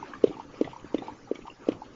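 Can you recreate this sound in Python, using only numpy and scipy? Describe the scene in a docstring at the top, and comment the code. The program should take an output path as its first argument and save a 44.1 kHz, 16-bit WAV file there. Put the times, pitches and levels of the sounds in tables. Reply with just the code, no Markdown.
"""A dog lying on blankets licks itself five times, close by, in a quiet room.
It opens on a few saliva bubbles and a faint brush of tongue on fur, over steady room noise.
From 0.24 s the licks come about 0.36 s apart. Each starts with a hollow pop as the tongue pulls
free; wet crackle, soft mouth knocks, small bubbles and a dull shudder of the jaw follow.
After the last pop, at 1.69 s, the wet sounds thin out to a low rustle and the room noise."""
import sys
import numpy as np
from scipy import signal
from scipy.fft import rfft, irfft
from scipy.io import wavfile
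from scipy.ndimage import uniform_filter1d

SR = 44100
rng = np.random.default_rng(int(sys.argv[2]) if len(sys.argv) > 2 else 0)


def to_wav(s):
    """Save 16-bit WAV."""
    ch = np.atleast_2d(s).T  # columns
    pcm = np.round(np.clip(ch, -1, 1) * 32767)  # PCM
    wavfile.write(sys.argv[1], SR, pcm.astype(np.int16))


N = 85995

# One pop per lick: (time [s], upper mode gain [dB], upper mode t60 [s], lower mode gain [dB],
# snap gain [dB], attack [s])
TONGUE_POPS = [(0.2396, 19, .013, -4.5, -34.5, 0.0041), (0.6117, 18.5, 0.0093, -0.6, -38.5, .0044),
               (0.9446, 21.5, 0.0065, -4, -38, .0043), (1.3132, 15, .0097, -11, -48.5, 0.0048),
               (1.6871, 24, 0.0067, -3, -37, .0043)]
# EQ that makes the pop hollow: (frequency [Hz], gain [dB])
HOLLOW_EQ = [(50, -15), (150, -12), (240, -1.5), (500, 0), (900, -2.5), (2000, -7)]
UPPER_HZ, LOWER_HZ, LOWER_T60_S = 410, 315.8, 0.029
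SNAP_DELAY_S, SNAP_WIDTH_S = 0.0027, 0.0028
def tongue_pops():
    """The tongue pulls free: two modes of the mouth ring, with a tiny wet snap on top."""
    hollow, snaps = np.zeros((2, N))
    for time, upper_db, upper_t60, lower_db, snap_db, attack in TONGUE_POPS:
        upper = amp(upper_db) * ring(UPPER_HZ, attack, upper_t60)
        lower = amp(lower_db) * ring(LOWER_HZ, attack, LOWER_T60_S)
        add(hollow, time, upper + lower)
        lead, snap = wet_burst(SNAP_WIDTH_S)
        add(snaps, time + SNAP_DELAY_S - lead, amp(snap_db) * snap)
    return colour(hollow, HOLLOW_EQ) + snaps


# Soft knocks of tongue and lips: (time [s], gain [dB], pitch [Hz])
MOUTH_KNOCKS = [(.272, -17, 426), (0.295, -21.5, 330), (.305, -21.5, 330), (0.541, -31.5, 403),
                (0.649, -25.5, 287), (0.674, -26, 474), (0.8445, -23.5, 300), (0.986, -21, 308),
                (1.019, -24, 322), (1.355, -28, 310), (1.39, -26.5, 348), (1.67, -23.5, 500),
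                (1.719, -19, 330)]
def mouth_knocks():
    """Dull, quickly damped knocks as the mouth closes."""
    out = np.zeros(N)
    for time, db, hz in MOUTH_KNOCKS:
        add(out, time, amp(db) * ring(hz, attack_s=0.0011, t60_s=0.02))
    return out


# Bubble pings: (time [s], gain [dB], starting pitch [Hz], t60 [s])
SALIVA_BUBBLES = [(.027, -19, 915, 0.022), (0.134, -26.5, 1120, 0.028), (.135, -20.5, 1647, 0.013),
                  (0.151, -31.5, 1180, 0.034), (.313, -29, 783, 0.027), (0.367, -31, 886, 0.041),
                  (.397, -20, 893, 0.022), (0.6447, -23, 2004, .012), (.676, -15, 736, 0.011),
                  (.731, -28, 913, 0.033), (.762, -24, 947, 0.019), (.981, -44, 2170, 0.018),
                  (.981, -33.5, 3597, 0.029), (1.022, -23.5, 774, 0.024), (1.081, -21, 873, 0.03),
                  (1.094, -30.5, 926, 0.036), (1.273, -43.5, 808, 0.1), (1.356, -32.5, 2750, 0.019),
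                  (1.453, -34.5, 840, 0.038), (1.48, -21.5, 944, 0.017), (1.4997, -27, 2790, 0.015),
                  (1.818, -25, 849, 0.036)]
def saliva_bubbles():
    """Small bubbles ping, each bending slightly up in pitch."""
    out = np.zeros(N)
    for time, db, hz, t60 in SALIVA_BUBBLES:
        add(out, time, amp(db) * ring(hz, attack_s=0.0019, t60_s=t60, glide_per_s=0.77))
    return out


# Wet crackles: (centre time [s], level [dB], half-width [s], resonance [Hz])
FILM_CRACKLES = [(0.062, -48.5, 0.0036, 1310), (.139, -48, .003, 2180), (.153, -52, 0.0046, 2300),
                 (0.273, -49, 0.0083, 2225), (0.276, -49.5, 0.0098, 3600), (.408, -49, 0.016, 1040),
                 (0.545, -52, 0.0051, 1960), (0.6463, -45.5, 0.0033, 3300), (.652, -45.5, 0.0032, 2070),
                 (.712, -53, 0.0092, 3280), (.768, -57, 0.0047, 5870), (0.8, -55.5, .005, 2500),
                 (.984, -42, 0.0037, 2150), (.986, -51.5, 0.0044, 3490), (1.351, -55.5, 0.0043, 5900),
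                 (1.359, -42, 0.0028, 2230), (1.357, -44.5, 0.0037, 3200), (1.422, -54, 0.0051, 2480),
                 (1.474, -42.5, 0.0083, 972), (1.7224, -39, 0.0013, 2500), (1.73, -45, .003, 1300),
                 (1.857, -58.5, 0.0091, 3100)]
def saliva_crackles():
    """The saliva film tears in short, resonant clumps of clicks."""
    out = np.zeros(N)
    for time, db, width, hz in FILM_CRACKLES:
        lead, crackle = wet_burst(width, hz)
        add(out, time - lead, amp(db) * crackle)
    return out


# EQ that makes clicks sound wet: (frequency [Hz], gain [dB])
WET_EQ = [(200, -21), (700, 2), (1200, 2), (1680, -10), (2100, -1.5), (2500, -3.5), (3000, 2), (3500, -8),
          (4300, -9.5), (6000, -12), (7500, -26)]
RESONANCE_WIDTH_HZ, RESONANCE_DB = 400, 5
def wet_burst(width_s, ring_hz=None):
    """A clump of wet clicks that may excite one resonance. Returns (time to its centre, sound)."""
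    t = np.arange(SR // 10) / SR
    centre = t.mean()
    envelope = np.exp(-abs(t - centre) / width_s)
    clump = colour(clicks(per_s=2500, spread_db=1, size=len(t)) * envelope, WET_EQ)
    if ring_hz:
        resonator = signal.iirpeak(ring_hz, ring_hz / RESONANCE_WIDTH_HZ, SR)
        clump = unit(clump) + amp(RESONANCE_DB) * unit(signal.lfilter(*resonator, clump))
    return centre, clump * np.linalg.norm(envelope) / (np.linalg.norm(clump) + 1e-12)


# Low shudders under the licks: (time [s], gain [dB])
JAW_SETTLES = [(0.269, -37.5), (0.645, -35.5), (0.983, -43), (1.352, -49), (1.717, -36)]
# Their dark, fleshy tone: (frequency [Hz], gain [dB])
FLESH_EQ = [(40, -17), (90, -9), (145, 7.5), (210, -13.5), (290, -4.5), (420, -12.5), (600, -4),
            (1200, -30), (3000, -42)]
SETTLE_ATTACK_S, SETTLE_T60_S = 0.011, 0.2
def jaw_settles():
    """Jaw and muzzle settle with a dull shudder just after each pop."""
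    out = np.zeros(N)
    t = np.arange(SR // 4) / SR
    envelope = (1 - np.exp(-t / SETTLE_ATTACK_S)) * decay(t, SETTLE_T60_S)
    for time, db in JAW_SETTLES:
        add(out, time, amp(db) * envelope * noise(len(t), FLESH_EQ))
    return out


# Fader moves of the tongue on fur: (time [s], level [dB])
BRUSH_FADER = [(0, -50), (.09, -51), (.2, -57), (.29, -50), (.47, -61), (.57, -52.5), (.69, -52),
               (.78, -56.5), (.9, -56.5), (1.0, -52.5), (1.07, -48.5), (1.14, -56.5), (1.25, -61.5),
               (1.38, -57), (1.49, -60.5), (1.57, -60.5), (1.72, -51.5), (1.8, -62.5), (1.95, -59.5)]
# Its soft, bristly tone: (frequency [Hz], gain [dB])
FUR_EQ = [(100, -23.5), (300, 4.5), (560, -5), (730, -4.5), (900, 1.5), (1040, -3.5), (1150, 3),
          (1350, -1.5), (1600, -10), (2100, -7), (2600, -9), (3150, -11.5), (3900, -17), (7000, -25)]
def tongue_brush():
    """The tongue moves over fur in dense, fine grains."""
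    grains = clicks(per_s=4800, spread_db=0.5, size=N)
    return unit(colour(grains, FUR_EQ)) * fader(BRUSH_FADER)


# Fader moves of the muzzle on the coat: (time [s], level [dB])
RUB_FADER = [(0, -45.5), (.08, -49), (.2, -52.5), (.33, -49), (.42, -52), (.52, -54.5), (.6, -52),
             (.72, -54.5), (.86, -53), (.93, -59), (1.02, -45.5), (1.12, -49.5), (1.2, -57), (1.42, -59),
             (1.55, -70), (1.63, -49), (1.76, -51.5), (1.95, -54.5)]
# Its muffled tone: (frequency [Hz], gain [dB])
COAT_EQ = [(60, -22.5), (160, -9), (285, 4), (400, -4), (520, -4), (700, -19), (2000, -51.5)]
def muzzle_rub():
    """The muzzle rubs the coat with a low rustle."""
    return noise(N, COAT_EQ) * fader(RUB_FADER)


# Early reflections off floor and wall: (delay [s], gain [dB])
NEAR_ECHOES = [(.0066, -19), (.0102, -13)]
def with_reflections(x):
    """Adds the near reflections that roughen small, high sounds."""
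    out = x.copy()
    for delay, db in NEAR_ECHOES:
        add(out, delay, amp(db) * x)
    return out


# EQ on the reverb tail: (frequency [Hz], gain [dB])
REVERB_EQ = [(60, 14), (150, -11), (300, -0.5), (450, -10), (900, -1), (2000, -2.5), (3500, 1),
             (7000, -10.5)]
REVERB_SEND_DB, REVERB_T60_S, PREDELAY_S = -11, 0.12, 0.008
def room_reverb(x):
    """A short, soft tail from a small furnished room."""
    t = np.arange(SR // 2) / SR
    tail = rng.standard_normal(len(t)) * decay(t, REVERB_T60_S) * (t > PREDELAY_S)
    response = colour(tail / np.linalg.norm(tail), REVERB_EQ)
    return amp(REVERB_SEND_DB) * signal.fftconvolve(x, response)[:N]


# Spectrum of the room noise: (frequency [Hz], gain [dB])
ROOM_TONE_EQ = [(20, 0), (50, -8.5), (110, 0.5), (250, -4), (450, -9), (700, -14), (900, -11),
                (1250, -18.5), (1700, -14.5), (2400, -30.5), (3000, -34.5), (3800, -29), (5200, -24),
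                (6800, -25), (7600, -40)]
ROOM_TONE_DB = -55
def room_tone():
    """A steady, dark bed of room noise."""
    return amp(ROOM_TONE_DB) * noise(N, ROOM_TONE_EQ)


PATCH_DB, PATCH_S, PATCH_HZ = 3.5, 0.035, 350
def patchy(x):
    """Lets the level drift at random in small patches of time and frequency."""
    frame, hop = 512, 128
    spectrum = signal.stft(x, nperseg=frame, noverlap=frame - hop)[2]
    drift = rng.standard_normal(spectrum.shape)
    drift = uniform_filter1d(drift, round(PATCH_HZ * frame / SR), axis=0)
    drift = uniform_filter1d(drift, round(PATCH_S * SR / hop), axis=1)
    spectrum *= amp(PATCH_DB * unit(drift))
    return signal.istft(spectrum, nperseg=frame, noverlap=frame - hop)[1][:N]


def ring(hz, attack_s, t60_s, glide_per_s=0):
    """A pocket of air that swells briefly and rings out."""
    t = np.arange(SR // 10) / SR
    envelope = (1 - np.exp(-(t / attack_s) ** 2)) * decay(t, t60_s)
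    return -envelope * np.sin(2 * np.pi * hz * (t + glide_per_s * t ** 2 / 2))


def clicks(per_s, spread_db, size):
    """Random clicks of uneven strength."""
    strength = amp(spread_db * np.minimum(rng.exponential(1, size), 4))
    return strength * rng.choice([-1., 1.], size) * (rng.random(size) < per_s / SR)


def noise(size, eq):
    """Coloured noise at rms 1."""
    return unit(colour(rng.standard_normal(size), eq))


def colour(x, eq):
    """Filters by a (frequency [Hz], gain [dB]) curve."""
    hz, db = np.transpose(eq)
    size = 2 * len(x)
    bins_hz = np.fft.rfftfreq(size, 1 / SR)
    gain = amp(np.interp(np.log(bins_hz + 1), np.log(hz), db))
    return irfft(rfft(x, size) * gain, size)[:len(x)]


def fader(points):
    """Gain along a (time [s], level [dB]) curve."""
    return amp(np.interp(np.arange(N) / SR, *np.transpose(points)))


def decay(t, t60_s):
    """Falls by 60 dB in t60_s."""
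    return np.exp(-np.log(1000) * t / t60_s)


def amp(db):
    """Decibels to gain."""
    return 10 ** (np.asarray(db) / 20)


def unit(x):
    """Scales to rms 1."""
    return x / np.sqrt(np.mean(x ** 2) + 1e-20)


def add(mix, time, sound):
    """Mixes a sound in at a time in seconds."""
    part = mix[max(round(time * SR), 0):][:len(sound)]
    part += sound[:len(part)]


def scene():
    """Mono mix: the mouth up front with a little reverb, fur and room tone behind."""
    mouth = tongue_pops() + mouth_knocks() + jaw_settles()
    mouth += with_reflections(saliva_bubbles() + saliva_crackles())
    bed = room_tone()
    reverb = room_reverb(mouth)
    background = patchy(tongue_brush() + muzzle_rub() + bed)
    return (mouth + reverb + background)[None]


HIGH_CUT_HZ = 7400
def record(dry):
    """A steep high cut on the whole mix."""
    lowpass = signal.firwin(401, HIGH_CUT_HZ, window=("kaiser", 8), fs=SR)
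    return signal.oaconvolve(dry, lowpass[None], "same")


dry = scene()
out = record(dry)
to_wav(out)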